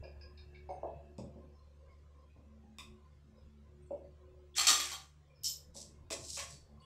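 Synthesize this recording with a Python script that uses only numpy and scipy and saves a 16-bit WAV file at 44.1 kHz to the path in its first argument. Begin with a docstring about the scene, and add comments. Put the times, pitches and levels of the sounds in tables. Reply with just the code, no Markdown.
"""A plastic cup knocks in a steel basin in a hard-walled kitchen: each blow is a set of short resonances.
Cutlery clatters off plates and spoons drop in the basin as noisy cracks over ringing modes; drags are shaped noise.
A gecko chirps in rough narrow bands near the start; narrow noise pips, mostly faint, are scattered throughout.
Behind lie a far motor of four sine partials, thin tones and patchy noise. Hits and drags get an answer from the walls.
Levels are set ahead of a 2 dB output trim."""
import sys
import numpy as np
from scipy import signal
from scipy.fft import rfft, irfft, next_fast_len
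from scipy.io import wavfile
from scipy.ndimage import uniform_filter1d, map_coordinates

SR = 44100
rng = np.random.default_rng(int(sys.argv[2]) if len(sys.argv) > 2 else 0)


def store_wav(level_fs):
    """Save 16-bit WAV to argv[1]."""
    pcm = np.round(np.clip(np.atleast_2d(level_fs), -1, 1) * 32767)
    wavfile.write(sys.argv[1], SR, pcm.T.astype(np.int16))


N = 302085  # samples in the scene
LONG = 2 ** 15  # samples in one hit or room answer
HIT_T = np.arange(LONG) / SR
HIT_HZ = np.fft.rfftfreq(LONG, 1 / SR)


# Cup blows, hollow and thump relative to the wall modes:
# start_s, level_db, thump_db, thump_hz, hollow_hz, hollow_db
CUP_KNOCKS = [(0.026, -46.5, -25, 122, 608, 6), (0.054, -52.5, -12, 121, 534, 18),
              (0.69, -35, -9.5, 406, 733, 5.5), (0.831, -29.5, -13.5, 375, 653, 2),
              (1.185, -33, 6, 145, 555, 2), (1.358, -46, 11, 245, 557, 14.5),
              (2.362, -52.5, 7.5, 127, 630, -1.5), (2.637, -55.5, 16.5, 225, 802, 20),
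              (2.785, -53, 5, 230, 1080, -4.5), (3.243, -60, 28, 153, 519, 5.5),
              (3.907, -31.5, 1.5, 354, 566, 17.5), (4.7, -42, 12.5, 323.5, 577, -3.5),
              (5.753, -48.5, -6.5, 222, 451, 0.5), (6.107, -35.5, -2.5, 343, 645, 3),
              (6.373, -39.5, -32, 137, 1092, 9)]
# Modes of the cup wall: pitch_hz, width_hz, level_db
CUP_MODES = [(399, 75, -11), (432, 26, -2.5), (562, 29, 7), (686.4, 4, 5), (765.5, 65, -13.5),
             (888, 280, -7), (1089, 112, -8.5)]
# Hard taps of the rim: start_s, level_db, treble_db, high_mode_db, low_modes_db, top_modes_db
RIM_TAPS = [(1.1819, -46, -37, -9, -6.5, -4), (2.7852, -35, -5, 11, 10, 0.5),
            (6.1034, -31.5, -17.5, -9, -2, -18), (6.3719, -38.5, -13, -22.5, 9, -16)]
# Low modes of the rim: pitch_hz, width_hz, level_db
RIM_LOW_MODES = [(1092, 157, 0.5), (2053, 98, -6.5), (2550, 370, -2.5)]
# Top modes of the rim: pitch_hz, width_hz, level_db
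RIM_TOP_MODES = [(5150, 950, -2), (6870, 750, -5), (7830, 490, -1.5)]


def cup():
    """Dull blows excite the wall modes, the air in the cup and a thump; hard taps excite the rim."""
    out = np.zeros(N + LONG)
    soft_contact = 1 / (1 + 1j * HIT_HZ / 1700) ** 4  # wet plastic meets softly: little treble
    for start, level_db, thump_db, thump_hz, hollow_hz, hollow_db in CUP_KNOCKS:
        wall = body(CUP_MODES, HIT_HZ) * peak(HIT_HZ, 800, 1100) ** 2
        hollow = amp(hollow_db) * peak(HIT_HZ, hollow_hz, 73.8) ** 2
        thump = amp(thump_db) * peak(HIT_HZ, thump_hz, 300) ** 3
        add(out, start, level_db, irfft((wall + hollow + thump) * soft_contact), wet_db=3.5)
    for start, level_db, treble_db, high_db, low_db, top_db in RIM_TAPS:
        low = amp(low_db) * rim(RIM_LOW_MODES)
        high = amp(high_db) * peak(HIT_HZ, 3630, 320) ** 2
        treble = amp(treble_db) * peak(HIT_HZ, 5100, 5300) ** 2
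        top = amp(top_db) * rim(RIM_TOP_MODES)
        add(out, start, level_db, irfft(low + high + treble + top), wet_db=5.0)
    return out[:N]


def rim(modes):
    """Rim modes as a sum of doubled resonances, which build up less abruptly than single ones."""
    return sum(amp(db) * peak(HIT_HZ, hz, width) ** 2 for hz, width, db in modes)


# Cutlery on plates: start_s, level_db, body_db, ring_db
PLATE_HITS = [(4.565, -43.5, -13.5, 1), (4.582, -15.5, -4.5, -6.2), (4.598, -29.5, -12, -2.5),
              (4.669, -12.5, -24.5, 1.5), (4.6819, -19, 2, 0), (4.7, -20.5, -1.5, 0.5),
              (4.7289, -20.5, -13.5, 1.5), (4.7999, -26, -12, -0.8), (4.9174, -31, -2, -1.5)]
# Colour of a steel contact: frequency_hz, density_db_per_hz
CONTACT_COLOUR = [(240, -65), (400, -23.5), (777, -2.5), (852, -16), (1090, -10.5), (1710, -10.5),
                  (1840, -7.5), (4380, 5.5), (4800, -3.5), (7630, -6.5), (16000, -16.5)]
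# Plate modes, t60 as the free ring before its cap and damping: pitch_hz, strength_db, t60_s
PLATE_MODES = [(767, -21.5, .4), (1113, -10, 0.46), (1210, -11, .46), (1395, -17.5, 0.39), (1884, -19, 1.4),
               (3130, -2.5, 0.12), (3320, -5.5, 0.37), (3570, -9.5, 0.36), (3760, -9, 0.62),
               (4410, -0.5, 0.2), (5260, -18, 5.0), (5070, -28, 0.43), (5600, -11.5, 0.34),
               (5800, -8, 0.35), (6260, -3, 0.33), (6960, -14.5, 0.41), (7470, -1, 0.24), (7670, -8, 0.23),
               (8690, -13.5, 0.33), (8900, -23.5, 0.62), (9561, -24.5, 0.84), (10700, -32, 1.2),
               (11850, -9.5, 0.37), (13400, -31.5, 0.96)]


def plates():
    """Cutlery on plates: each contact is a short noisy crack plus a ring of the plate modes."""
    out = np.zeros(N + LONG)
    for start, level_db, body_db, ring_db in PLATE_HITS:
        colour = amp(along(CONTACT_COLOUR, HIT_HZ)) + amp(body_db) * peak(HIT_HZ, 950, 600) ** 2
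        plate_ring = amp(ring_db) * ring(PLATE_MODES, damping=0.65, scatter_db=3.0)
        add(out, start, level_db, plate_ring + crack(colour, 0.013, attack=0.0015), wet_db=6)
    return out[:N]


# Spoons dropping in the basin: start_s, level_db
SPOON_DROPS = [(5.434, -34.5), (5.443, -23.5), (5.4557, -28), (5.4811, -30.5)]
# Spoon modes, t60 as the free ring before its cap and damping: pitch_hz, strength_db, t60_s
SPOON_MODES = [(3060, -15, 0.14), (4920, -6.5, .2), (5220, -2.5, 0.22), (5680, -9, .15), (6770, -8.5, 0.33),
               (7330, -4, 0.17), (7430, -19, .2), (8600, -10.5, .2), (9170, -15, .15), (11300, -15, 0.16),
               (11970, -14.5, 0.21), (11200, -12, 0.21)]


def spoons():
    """Spoons dropped in the basin: a bright crack over spoon modes of scattered strength."""
    out = np.zeros(N + LONG)
    for start, level_db in SPOON_DROPS:
        colour = amp(along(SLIDE_COLOUR, HIT_HZ)) + amp(-24.5) * peak(HIT_HZ, 13500, 5000) ** 2
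        spoon_ring = 1.2 * ring(SPOON_MODES, damping=1.0, scatter_db=8.0)
        add(out, start, level_db, spoon_ring + crack(colour, 0.025, attack=0.00098), wet_db=7)
    return out[:N]


# Strokes of steel on steel: start_s, rise_s, hold_s, level_db, fade_db_per_s, low_band_db
STROKES = [(4.551, 0.017, 0.072, -37, 199, -3), (4.665, 0.007, .036, -28.5, 288.5, -7),
           (4.75, .02, 0.11, -42.5, 167, -3), (5.738, 0.029, 0.056, -49.5, 297, -27),
           (6.102, 0.0069, 0.023, -40, 470, -9), (6.155, .21, 0.0039, -44.5, 195, -37),
           (6.365, .02, 0.0116, -46.5, 190, -0.5), (6.482, 0.036, 0.0065, -56.5, 272, -36)]
# Colour of sliding steel: frequency_hz, density_db_per_hz
SLIDE_COLOUR = [(1760, -41), (3000, -18), (3220, -18.5), (3600, -11.5), (5670, -1.5), (6440, -5.5),
                (7780, -3.5), (9140, -13), (14900, -33.5), (16000, -44)]
RATTLE_PER_S, RATTLE_DB = 120, -9  # mean rate of tiny knocks, level under the high band


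def sliding():
    """Dragged cutlery: gritty noise, coloured by steel and spoon modes, follows each stroke."""
    grit = amp(1.5 * wobble(60) + 2.5 * wobble(350))  # uneven slips
    high = hiss(lambda f: amp(along(SLIDE_COLOUR, f)), patchy_db=2)
    modes = hiss(lambda f: steel(SPOON_MODES, 0.51, 2.1, f), patchy_db=11.5)
    high = unit(grit * (high + 0.13 * modes))
    high = unit(high + amp(RATTLE_DB) * rattle())
    low = unit(grit * hiss(lambda f: peak(f, 2400, 2700) ** 2, patchy_db=1.0))
    out, t = np.zeros(N), np.arange(N) / SR
    for start, rise, hold, level_db, fade, low_db in STROKES:
        fading_s = np.clip(t - start - rise - hold, 0, None)
        stroke = np.clip((t - start) / rise, 0, 1) * amp(level_db - fade * fading_s)
        out += stroke * (high + amp(low_db) * low)
    return out + amp(-5.0) * signal.fftconvolve(out, walls())[:N]


def rattle():
    """Tiny knocks of uneven size at random moments, each a short crack of steel; rms 1."""
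    chance, size = rng.random(size=(2, N))
    knocks = (chance < RATTLE_PER_S / SR) * size ** 3
    tick = crack(amp(along(SLIDE_COLOUR, HIT_HZ)), 0.006, attack=0.0002)[:1024]
    return unit(signal.fftconvolve(knocks, tick)[:N])


# Gecko chirps: start_s, level_db, pitch_hz, upper_band_db, middle_bands_db
GECKO_CHIRPS = [(0.0335, -50.5, 2480, -5.5, -24), (0.2094, -51, 2400, 3.5, -32),
                (0.374, -51, 2386, 3.5, -4.5), (0.5443, -52.5, 2234, -13.5, -10.5),
                (0.6888, -55.5, 2193, -7, -10.5)]
THROAT_DB = -6  # two throat lines, the same in every chirp


def gecko():
    """Short rough chirps: a burst of noise through a few narrow bands."""
    out = np.zeros(N + LONG)
    for start, level_db, hz, upper_db, middle_db in GECKO_CHIRPS:
        pitch = peak(HIT_HZ, hz, 133) ** 2
        upper = amp(upper_db) * peak(HIT_HZ, 4966, 270) ** 2
        middle = amp(middle_db) * (peak(HIT_HZ, 3780, 220) ** 2 + peak(HIT_HZ, 4300, 180) ** 2)
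        throat = amp(THROAT_DB) * (peak(HIT_HZ, 2687, 98) ** 2 + peak(HIT_HZ, 1642, 63) ** 2)
        colour = pitch + upper + middle + throat
        add(out, start, level_db, crack(colour, 0.057, attack=0.0066), wet_db=3.5)
    return out[:N]


# Single narrow pips: start_s, level_db, pitch_hz
SINGLE_PIPS = [(.695, -71, 6340), (.7, -73, 8660), (0.7194, -69, 2150), (1.5277, -70.5, 5290),
               (1.5794, -71, 4130), (1.8794, -68.5, 2160), (2.289, -71, 2470), (3.3594, -72, 5100),
               (3.8194, -74, 8600), (3.859, -73, 7640), (4.542, -47, 3400), (3.9107, -73.5, 2720),
               (5.2978, -69.5, 2396), (5.3485, -69, 5230), (5.4095, -63.5, 5080), (6.518, -56.5, 4490),
               (6.7994, -64, 4530), (6.804, -76, 9000), (6.812, -73, 7760), (6.816, -63.5, 2910),
               (6.818, -65.5, 3370)]
STRAY_DB, STRAY_HZ = -79.5, 3000  # mean level and middle pitch of the stray pips


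def pips():
    """Narrow noise pips at set moments, and 22 faint ones at random moments and pitches."""
    out = np.zeros(N + LONG)
    stray = [(when * N / SR, STRAY_DB + 8 * (size - 0.5), STRAY_HZ * 2.5 ** (pitch - 0.4))
             for when, size, pitch in rng.random(size=(22, 3))]
    for start, level_db, hz in SINGLE_PIPS + stray:
        add(out, start, level_db, crack(peak(HIT_HZ, hz, 140) ** 2, 0.42, attack=0.0044), wet_db=-3.0)
    return out[:N]


# Level of the motor's first partial: time_s, level_db
MOTOR_LEVEL = [(0.0, -52), (0.05, -53), (1.56, -57), (3.3, -60.5), (3.89, -57), (5.02, -60.5), (5.4, -69),
               (5.47, -61.5), (6.6, -58), (6.66, -66), (6.77, -58.5), (6.85, -67)]
# Swells of the upper partials: start_s, length_s, third_db, fifth_db
OVERTONE_SWELLS = [(0.0, 0.95, -81.5, -67.5), (1.0, .56, -72.5, -66), (2.43, 0.57, -64, -84),
                   (2.8, 0.23, -81, -71.5), (3.26, 0.42, -68, -85), (3.68, 0.47, -78, -67),
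                   (4.2, 0.752, -87, -65), (5.75, 0.25, -67, -74), (6.1, 0.19, -79.5, -65.5),
                   (6.68, 0.14, -65, -77)]
MOTOR_HZ = 72.73  # mean pitch of the first partial
OCTAVE_DB, OCTAVE_WAVERS_DB = -70, 3  # second partial and its slow wavering
FAINT_DB, FLICKER_DB = -23.5, 2  # third and fifth: floor under the first, quick unevenness
OVERTONE_FADE_S = 0.079


def motor():
    """Four wavering partials of a far motor outside; the third and the fifth come and go."""
    phase = 2 * np.pi * np.cumsum(MOTOR_HZ + 0.5 * wobble(9.5)) / SR
    level_db, = curves(MOTOR_LEVEL)
    flicker = amp(FLICKER_DB * np.array([wobble(18), wobble(16)]))
    third, fifth = (swells(OVERTONE_SWELLS, OVERTONE_FADE_S) + amp(level_db + FAINT_DB)) * flicker
    octave = amp(OCTAVE_DB + OCTAVE_WAVERS_DB * wobble(6.5))
    out = np.zeros(N)
    for k, gain in zip((1, 2, 3, 5), (amp(level_db), octave, third, fifth)):
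        wavering = gain * amp(1.2 * wobble(16))
        out += np.sqrt(2) * wavering * np.sin(k * phase + 0.2 * k * wobble(5.8))
    return out


# Centres of the two thin tones: pitch_hz
THIN_HZ = (1686, 2650)
THIN_DB, THIN_WAVERS_DB = (-77.5, -76.5), 3  # start levels, slow wavering
THIN_FADE_DB_S, THIN_END_S = 3.5, 1.27  # fall a second, moment of silence


def thin_tones():
    """Two faint narrow bands of noise that waver and fade out early in the scene."""
    t = np.arange(N) / SR
    fade = amp(-THIN_FADE_DB_S * t) * np.clip((THIN_END_S - t) / 0.18, 0, 1)
    out = np.zeros(N)
    for level_db, hz in zip(THIN_DB, THIN_HZ):
        wavering = amp(level_db + THIN_WAVERS_DB * wobble(2.8))
        out += fade * wavering * hiss(lambda f: peak(f, hz, 150) ** 2, patchy_db=4.0)
    return out


# Level of the kitchen's low noise: time_s, level_db
AIR_LEVEL = [(0.0, -58), (0.8, -60.5), (2.2, -66), (3.5, -64), (4.7, -64.5), (5.1, -68), (5.95, -62),
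             (6.85, -60)]
# Colour of the low noise: frequency_hz, density_db_per_hz
AIR_COLOUR = [(10, -21), (27, -2), (40, -7), (90, 2), (150, -1), (200, -11), (400, -13.5), (800, -21.5),
              (1500, -33), (3000, -51)]
# Swells of the two fuzzy tones: start_s, length_s, low_db, high_db
FUZZY_SWELLS = [(0.11, 0.23, -68.5, -78), (1.296, 0.42, -69.5, -79.5), (1.79, 0.21, -66, -75),
                (2.096, 0.18, -69.5, -71), (2.38, 0.23, -68, -76), (2.916, 0.21, -86, -75),
                (3.32, 0.17, -68, -80), (3.585, 0.14, -73, -95), (4.11, 0.37, -74, -84.5),
                (5.265, .14, -69, -81), (5.4, 0.1, -98, -76), (5.543, .16, -70.5, -90),
                (5.93, 0.13, -76, -74), (6.748, .12, -78, -69)]
# Centres of the low and the high fuzzy tone: pitch_hz
FUZZY_HZ = (517, 1045)
# Colour of the microphone hiss: frequency_hz, density_db_per_hz
MIC_HISS_COLOUR = [(600, -26.5), (1200, 0), (2500, -3.5), (7500, -11.5), (9500, -20), (16000, -36)]
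FUZZY_FADE_S = 0.12


def background():
    """Patchy low noise, two fuzzy tones that swell, and microphone hiss of steady mean level."""
    level_db, = curves(AIR_LEVEL)
    out = amp(level_db) * hiss(lambda f: amp(along(AIR_COLOUR, f)), patchy_db=4.5)
    for gain, hz in zip(swells(FUZZY_SWELLS, FUZZY_FADE_S), FUZZY_HZ):
        out += (gain + amp(-85.5)) * hiss(lambda f: peak(f, hz, 82) ** 2, patchy_db=4.0)
    return out + amp(-79) * hiss(lambda f: amp(along(MIC_HISS_COLOUR, f)), patchy_db=4.0)


# Reverberation of the hard walls: frequency_hz, t60_s
WALL_DECAY = [(150, 0.56), (1000, 0.38), (5000, 0.29), (14000, 0.27)]


def walls():
    """A new room answer of energy 1: noise that swells in over about 10 ms, then dies by frequency."""
    hz, t, z = signal.stft(rng.standard_normal(LONG), SR, nperseg=256)
    decay = amp(-60 * t / along(WALL_DECAY, hz)[:, None])
    tail = signal.istft(z * decay, SR, nperseg=256)[1][:LONG]
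    tail *= 1 - np.exp(-(HIT_T / 0.0059) ** 2)
    return tail / np.linalg.norm(tail)


def add(out, start, level_db, sound, wet_db):
    """Puts a sound of direct peak level_db at start, with its own answer from the walls."""
    sound = sound[:LONG // 2] / np.abs(sound).max()
    wet = signal.fftconvolve(sound, walls())[:LONG]
    first = round(start * SR)
    out[first:][:LONG // 2] += amp(level_db) * sound
    out[first:][:LONG] += amp(level_db + wet_db) * wet


def crack(colour, t60, attack):
    """Coloured contact noise that dies away; t60 and attack in seconds."""
    noise = unit(irfft(colour * rfft(rng.standard_normal(LONG))))
    return noise * amp(-60 * HIT_T / t60) * (1 - np.exp(-HIT_T / attack))


def ring(modes, damping, scatter_db):
    """The modes after one sharp blow, peak 1."""
    sound = irfft(steel(modes, damping, scatter_db, HIT_HZ))
    return sound / np.abs(sound).max()


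def steel(modes, damping, scatter_db, f):
    """Modes at new strengths and slightly new pitch; a grip or the water widens them, the high ones most."""
    levels, shifts = rng.standard_normal((2, len(modes)))
    struck = []
    for (hz, db, t60), level, shift in zip(modes, levels, shifts):
        free_width = np.log(1000) / (np.pi * min(t60, 0.3))  # width in Hz for that t60
        width = (1.5 + hz / 2200) * free_width / damping
        # a wide resonance starts louder: dividing by its width evens that out
        struck.append((hz * (1 + 0.0091 * shift), width, db + scatter_db * level - 20 * np.log10(width)))
    return body(struck, f)


def body(modes, f):
    """A sum of resonances of alternating sign."""
    return sum((-1) ** k * amp(db) * peak(f, hz, width) for k, (hz, width, db) in enumerate(modes))


def peak(f, hz, width_hz):
    """One causal resonance, gain 1 at its centre."""
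    return 1j * f * width_hz / (hz * hz - f * f + 1j * f * width_hz)


def hiss(response, patchy_db):
    """Filtered noise of rms 1 with patches of random gain over time and frequency."""
    z = signal.stft(rng.standard_normal(N), nperseg=1024)[2]
    field = uniform_filter1d(uniform_filter1d(rng.standard_normal(z.shape), 3, 0), 6, 1)
    patchy = signal.istft(z * amp(patchy_db * unit(field)), nperseg=1024)[1][:N]
    return unit(filtered(patchy, response))


def filtered(x, response):
    """x times a response of frequency."""
    m = next_fast_len(len(x) + 8192)
    return irfft(rfft(x, m) * response(np.fft.rfftfreq(m, 1 / SR)), m)[:len(x)]


def swells(rows, fade_s):
    """Gain curves, one for each dB column: every swell fades in, holds and fades out."""
    t, gains = np.arange(N) / SR, 0
    for start, length, *levels_db in rows:
        to_edge = np.minimum(t - start, start + length - t)
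        gains = gains + amp(levels_db)[:, None] * np.clip(to_edge / fade_s + 0.5, 0, 1) ** 2
    return gains


def curves(rows):
    """One value per sample for each column after the time."""
    s, *cols = np.transpose(rows)
    return [np.interp(np.arange(N) / SR, s, c) for c in cols]


def wobble(rate):
    """A smooth random curve, rate knots a second."""
    return map_coordinates(rng.standard_normal(int(N * rate / SR) + 4), [np.arange(N) * rate / SR])


def along(points, hz):
    """Reads (Hz, value) points on a log frequency axis."""
    f, v = np.transpose(points)
    return np.interp(np.log(hz + 1), np.log(f + 1), v)


def amp(db):
    """dB to gain."""
    return 10 ** (np.asarray(db) / 20)


def unit(x):
    """Scaled to rms 1."""
    return x / np.sqrt(np.mean(x ** 2) + 1e-20)


def scene():
    """Everything at the one microphone."""
    hits = cup() + plates() + spoons() + sliding()
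    return (hits + gecko() + pips() + motor() + thin_tones() + background())[None]


def record(dry):
    """A 2 dB trim and a steep cut of everything from 15.7 kHz up."""
    return filtered(amp(-2) * dry[0], lambda f: f < 15700)[None]


dry = scene()
out = record(dry)
store_wav(out)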